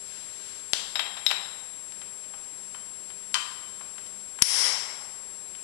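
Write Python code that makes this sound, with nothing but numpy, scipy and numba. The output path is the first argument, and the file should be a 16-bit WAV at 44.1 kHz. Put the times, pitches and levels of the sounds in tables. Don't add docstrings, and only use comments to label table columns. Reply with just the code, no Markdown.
import sys
import numpy as np
from scipy import signal
from scipy.fft import rfft, irfft
from scipy.io import wavfile
from numba import njit

SR = 44100
rng = np.random.default_rng(int(sys.argv[2]) if len(sys.argv) > 2 else 0)


def store_pcm(level_fs):
    pcm = np.round(np.clip(level_fs, -1, 1) * 32767).astype(np.int16)
    wavfile.write(sys.argv[1], SR, np.atleast_2d(pcm).T)


N = 248444

# pitch_hz, level_db
AIR_SPECTRUM = [(25, -1), (100, 1), (300, 2), (600, 1.5), (850, 1), (1400, -1), (3300, -2), (4500, -3),
                (5400, 1), (6500, -3), (12000, -15.5)]
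# pitch_hz, level_db
MOTOR_HUM = [(199, -66), (400, -65), (600, -68.5)]
# pitch_hz, level_db
HISS_SPECTRUM = [(3000, -23.5), (6800, -20.5), (8300, 0), (10000, 6), (11100, 1.5), (11700, -11),
                 (12600, -26)]
# pitch_hz, level_db
WHINE_PARTIALS = [(7568.7, -36), (7860.9, -49)]
FRAME_HZ, FRAME_START_S = 30, .0283
WHISTLE_HZ, TOP_HZ = 11046, 12200

# centre_s, half_length_s, level_db
BRUSH_SWELLS = [(0.145, 0.12, -47), (0.47, 0.2, -46.5)]
# pitch_hz, level_db
BRUSH_SPECTRUM = [(500, -10), (2000, -2.5), (4000, 0.5), (6500, -1), (11000, -14)]

# start_s, level_db, contact_decay_s, resonance_share (0-1)
SNAP_EVENTS = [(0.7338, -2.5, .0013, 0.0), (4.4218, 21.7, .0028, 1.0)]
# pitch_hz, level_db
SNAP_CONTACT_SPECTRUM = [(150, -30), (400, -17), (800, -11), (1400, -10.5), (2400, -8), (3100, 0),
                         (4200, 0), (5200, -3), (6600, -5.5), (7500, -12), (10000, -11), (12000, -22)]
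# pitch_hz, width_hz, level_db
SEATED_RESONANCES = [(390, 60, -18), (1080, 400, -18), (2130, 260, -7), (3120, 300, -8.5),
                     (4000, 1200, -21), (5450, 460, 6.5), (8950, 1100, -3.5), (10450, 700, 1),
                     (11550, 150, -11)]

# start_s, level_db, contact_decay_s, ring_pitch_hz
GEAR_TOUCHES = [(0.9555, -20.5, .008, 4300), (0.9938, -17, .007, 3430), (1.062, -30.5, .009, 2390),
                (1.1688, -31.5, .013, 4200), (1.2645, -13.3, .0011, 4040), (1.3050, -23, .006, 2650),
                (1.3124, -14, .006, 2600)]
GEAR_CONTACT_HZ, GEAR_CONTACT_S, BRIGHTENING = 2700, .005, .38
GEAR_RING_DB, GEAR_RING_DB_PER_OCTAVE = -1, 16
# pitch_hz, level_db, t60_s
HELD_GEAR_MODES = [(2050, -8, 0.058), (2384, -9, 0.065), (3245, 0.5, 0.033), (3690, -3, .06),
                   (3875, 2.5, 0.03), (3868, -28, .25), (5190, 5.5, .036), (8600, -9, 0.027),
                   (11670, -3, 0.019)]
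# pitch_hz, level_db
GEAR_CONTACT_SPECTRUM = [(150, -35), (400, -11), (700, 6), (1500, 1), (3500, 2.5), (5400, -3.5),
                         (6600, -15), (10000, -10), (12000, -14)]

# start_s, level_db, contact_pitch_hz, contact_decay_s
STUD_TOUCHES = [(1.9216, -36, 3500, .0034), (2.0159, -35.5, 2400, .0055), (2.2389, -46, 3000, .008),
                (2.3372, -38.5, 700, .008), (2.7448, -35.5, 1300, .0075), (3.1020, -39, 2100, .0055),
                (3.3428, -10, 4500, .0036), (3.3505, -22, 1700, .0135), (3.8108, -35, 720, .007),
                (3.981, -35, 2000, .0047), (4.064, -35.5, 10100, .004), (4.3870, -31.5, 1520, .0044),
                (4.4183, -21, 2800, .0024), (5.5504, -38.5, 2600, .0046)]
STUD_RING_DB, STUD_CONTACT_S, STUD_RING_DB_PER_DOUBLING = -6, .005, 10.5
DULL_HZ, BRACKET_HZ, PING_HZ = 1100, 830, 3100
# pitch_hz, level_db, t60_s
STUD_BRACKET_MODES = [(828, -6, 0.04), (1040, -4, 0.069), (1177, -7, 0.15), (2460, -2, 0.045),
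                      (3090, 3, 0.041), (8560, -14, .05)]
# pitch_hz, level_db
STUD_CONTACT_SPECTRUM = [(150, -34), (450, -9), (850, 13), (2000, 8.5), (5300, 6.5), (6500, 2.5), (8800, 7),
                         (12000, -9)]

# pitch_hz, t60_s
HALL_T60 = [(200, 1), (800, 1.63), (2000, 1.12), (5000, 0.88), (8000, 0.73), (12000, 0.54)]


def undb(db):
    return 10 ** (np.asarray(db) / 20)


def along(points, hz):
    f, value = np.transpose(points)
    return np.interp(np.log(hz + 1), np.log(f), value)


def noise(points, extra=lambda hz: 0):
    hz = np.fft.rfftfreq(N, 1 / SR)
    magnitude = undb(along(points, hz) + extra(hz))
    y = irfft(magnitude * np.exp(2j * np.pi * rng.random(len(hz))), N)
    return y / y.std()


def background(air_db, waver_db):
    t = np.arange(N) / SR
    slow = [(1, 0), (4, 0), (20, -60)]
    hum = 0
    for hz, db in MOTOR_HUM:
        level_db = db + waver_db * noise(slow, extra=lambda f: -f)
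        hum = hum + np.sqrt(2) * undb(level_db) * np.sin(2 * np.pi * hz * t)
    return undb(air_db) * noise(AIR_SPECTRUM) + hum


def camera_noise(whine_db, hiss_db):
    t = np.arange(N) / SR
    slip = WHINE_PARTIALS[0][0] * np.floor((t - FRAME_START_S) * FRAME_HZ) / FRAME_HZ
    whine = sum(undb(db) * np.sin(2 * np.pi * (hz * t - slip)) for hz, db in WHINE_PARTIALS)
    band = signal.butter(2, [7000, 8200], "band", fs=SR, output="sos")
    whine = signal.sosfilt(band, whine)
    whistle = undb(-61) * np.sin(2 * np.pi * WHISTLE_HZ * t)
    return np.sqrt(2) * (undb(whine_db) * whine + whistle) + undb(hiss_db) * noise(HISS_SPECTRUM)


def brushes():
    t = np.arange(N) / SR
    swell = sum(undb(db) * np.exp(-((t - centre) / half) ** 2) for centre, half, db in BRUSH_SWELLS)
    return noise(BRUSH_SPECTRUM) * swell


def chatter(t, decay, colour_db, count=3):
    y = rng.standard_normal(len(t)) * np.exp(-t / decay)
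    colour = undb(colour_db)
    fade = np.exp(-(t / (10 * decay)) ** 2)
    for _ in range(count):
        y = irfft(colour * np.exp(1j * np.angle(rfft(y))), len(t)) * fade
    return y * np.sqrt(decay * SR / 2 / np.sum(y ** 2))


def snaps(low_cut_hz, high_cut_hz):
    t = np.arange(SR // 4) / SR
    hz = np.fft.rfftfreq(len(t), 1 / SR) + 1
    power = 0
    for centre, width, db in SEATED_RESONANCES:
        power = power + undb(2 * db) / (1 + (2 * (hz - centre) / width) ** 2)
    power = power / (1 + (low_cut_hz / hz) ** 4) / (1 + (hz / high_cut_hz) ** 40)
    out = np.zeros(N + len(t))
    for start, db, decay, share in SNAP_EVENTS:
        share = np.clip(share, 0, 1)
        colour_db = share * 10 * np.log10(power) + (1 - share) * along(SNAP_CONTACT_SPECTRUM, hz)
        i = int(start * SR)
        out[i:i + len(t)] += undb(db) * chatter(t, decay, colour_db)
    return out[:N]


def favour(hz, centre_hz, slope_db):
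    return -slope_db * np.abs(np.log2((hz + 1) / centre_hz))


def strikes(blows, modes, crack, crack_slope_db, muted_db):
    t = np.arange(SR // 4) / SR
    bins = np.fft.rfftfreq(len(t), 1 / SR)
    out = np.zeros(N + len(t))
    for start, db, contact_hz, decay, ring_db, ring_hz in blows:
        contact = chatter(t, decay, along(crack, bins) + favour(bins, contact_hz, crack_slope_db))
        ring = 0
        for hz, mode_db, t60 in modes:
            picked = np.exp(-(np.log2(hz / ring_hz) / 0.22) ** 2)
            level_db = mode_db + muted_db * (1 - picked) - 60 * t / t60
            ring = ring + undb(level_db) * np.sin(2 * np.pi * (hz * t + rng.random()))
        ring = ring * (1 - np.exp(-t / (0.19 * decay)))
        i = int(start * SR)
        out[i:i + len(t)] += undb(db) * (contact + undb(ring_db) * ring)
    return signal.sosfilt(signal.butter(2, 300, "high", fs=SR, output="sos"), out[:N])


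def gear_clinks():
    blows = []
    for start, db, decay, ring_hz in GEAR_TOUCHES:
        contact_hz = GEAR_CONTACT_HZ * (GEAR_CONTACT_S / decay) ** BRIGHTENING
        ring_db = GEAR_RING_DB + GEAR_RING_DB_PER_OCTAVE * np.log2(ring_hz / GEAR_CONTACT_HZ)
        blows.append((start, db, contact_hz, decay, ring_db, ring_hz))
    return strikes(blows, HELD_GEAR_MODES, GEAR_CONTACT_SPECTRUM, crack_slope_db=3.5, muted_db=-15)


def stud_knocks():
    blows = []
    for start, db, contact_hz, decay in STUD_TOUCHES:
        ring_db = STUD_RING_DB + STUD_RING_DB_PER_DOUBLING * np.log2(decay / STUD_CONTACT_S)
        ring_hz = BRACKET_HZ if contact_hz < DULL_HZ else PING_HZ
        blows.append((start, db, contact_hz, decay, ring_db, ring_hz))
    return strikes(blows, STUD_BRACKET_MODES, STUD_CONTACT_SPECTRUM, crack_slope_db=5, muted_db=-8)


def workshop(x, late_db, early_db, early_s, gap_s):
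    t = np.arange(SR * 3 // 2) / SR
    hz = np.fft.rfftfreq(len(t), 1 / SR)
    scatter = rfft(rng.standard_normal(len(t))) / np.sqrt(SR)
    centres = np.array(HALL_T60)[:, 0]
    early = undb(early_db) * np.exp(-t / early_s)
    response = 0
    for (_, t60), share in zip(HALL_T60, np.eye(len(HALL_T60))):
        band = irfft(scatter * np.interp(np.log(hz + 1), np.log(centres), share), len(t))
        response = response + band * (undb(late_db - 60 * t / t60) + early)
    response = response * (1 - np.exp(-(t / gap_s) ** 2))
    return x + signal.fftconvolve(x, response)[:N]


def scene():
    handling = brushes() + snaps(low_cut_hz=480, high_cut_hz=11000) + gear_clinks() + stud_knocks()
    sound = workshop(handling, late_db=5, early_db=4, early_s=0.057, gap_s=.003)
    return np.array([sound + background(air_db=-48, waver_db=2.5), np.zeros(N)])


@njit
def held_peak(over_db, release_db, relax):
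    held, cut = np.empty(len(over_db)), 0.
    for i in range(len(over_db)):
        cut = max(over_db[i], cut - release_db - relax * cut, 0.)
        held[i] = cut
    return held


def limiter(x, ceiling_db, attack_s, release_db_per_s, relax_s):
    over_db = 20 * np.log10(np.abs(x) + 1e-9) - ceiling_db
    cut_db = held_peak(over_db, release_db_per_s / SR, 1 / (relax_s * SR))
    lag = np.exp(-1 / (attack_s * SR))
    late_cut_db = signal.lfilter([1 - lag], [1, -lag], cut_db)
    return np.clip(x * undb(-late_cut_db), -.77, .84)


def record(dry):
    left = limiter(dry[0], ceiling_db=-1.3, attack_s=.003, release_db_per_s=68, relax_s=.24)
    left = left + camera_noise(whine_db=-1.5, hiss_db=-47.5)
    low_pass = signal.firwin(111, TOP_HZ, fs=SR)
    return signal.fftconvolve(np.array([left, dry[1]]), low_pass[None], "same", axes=1)


dry = scene()
out = record(dry)
store_pcm(out)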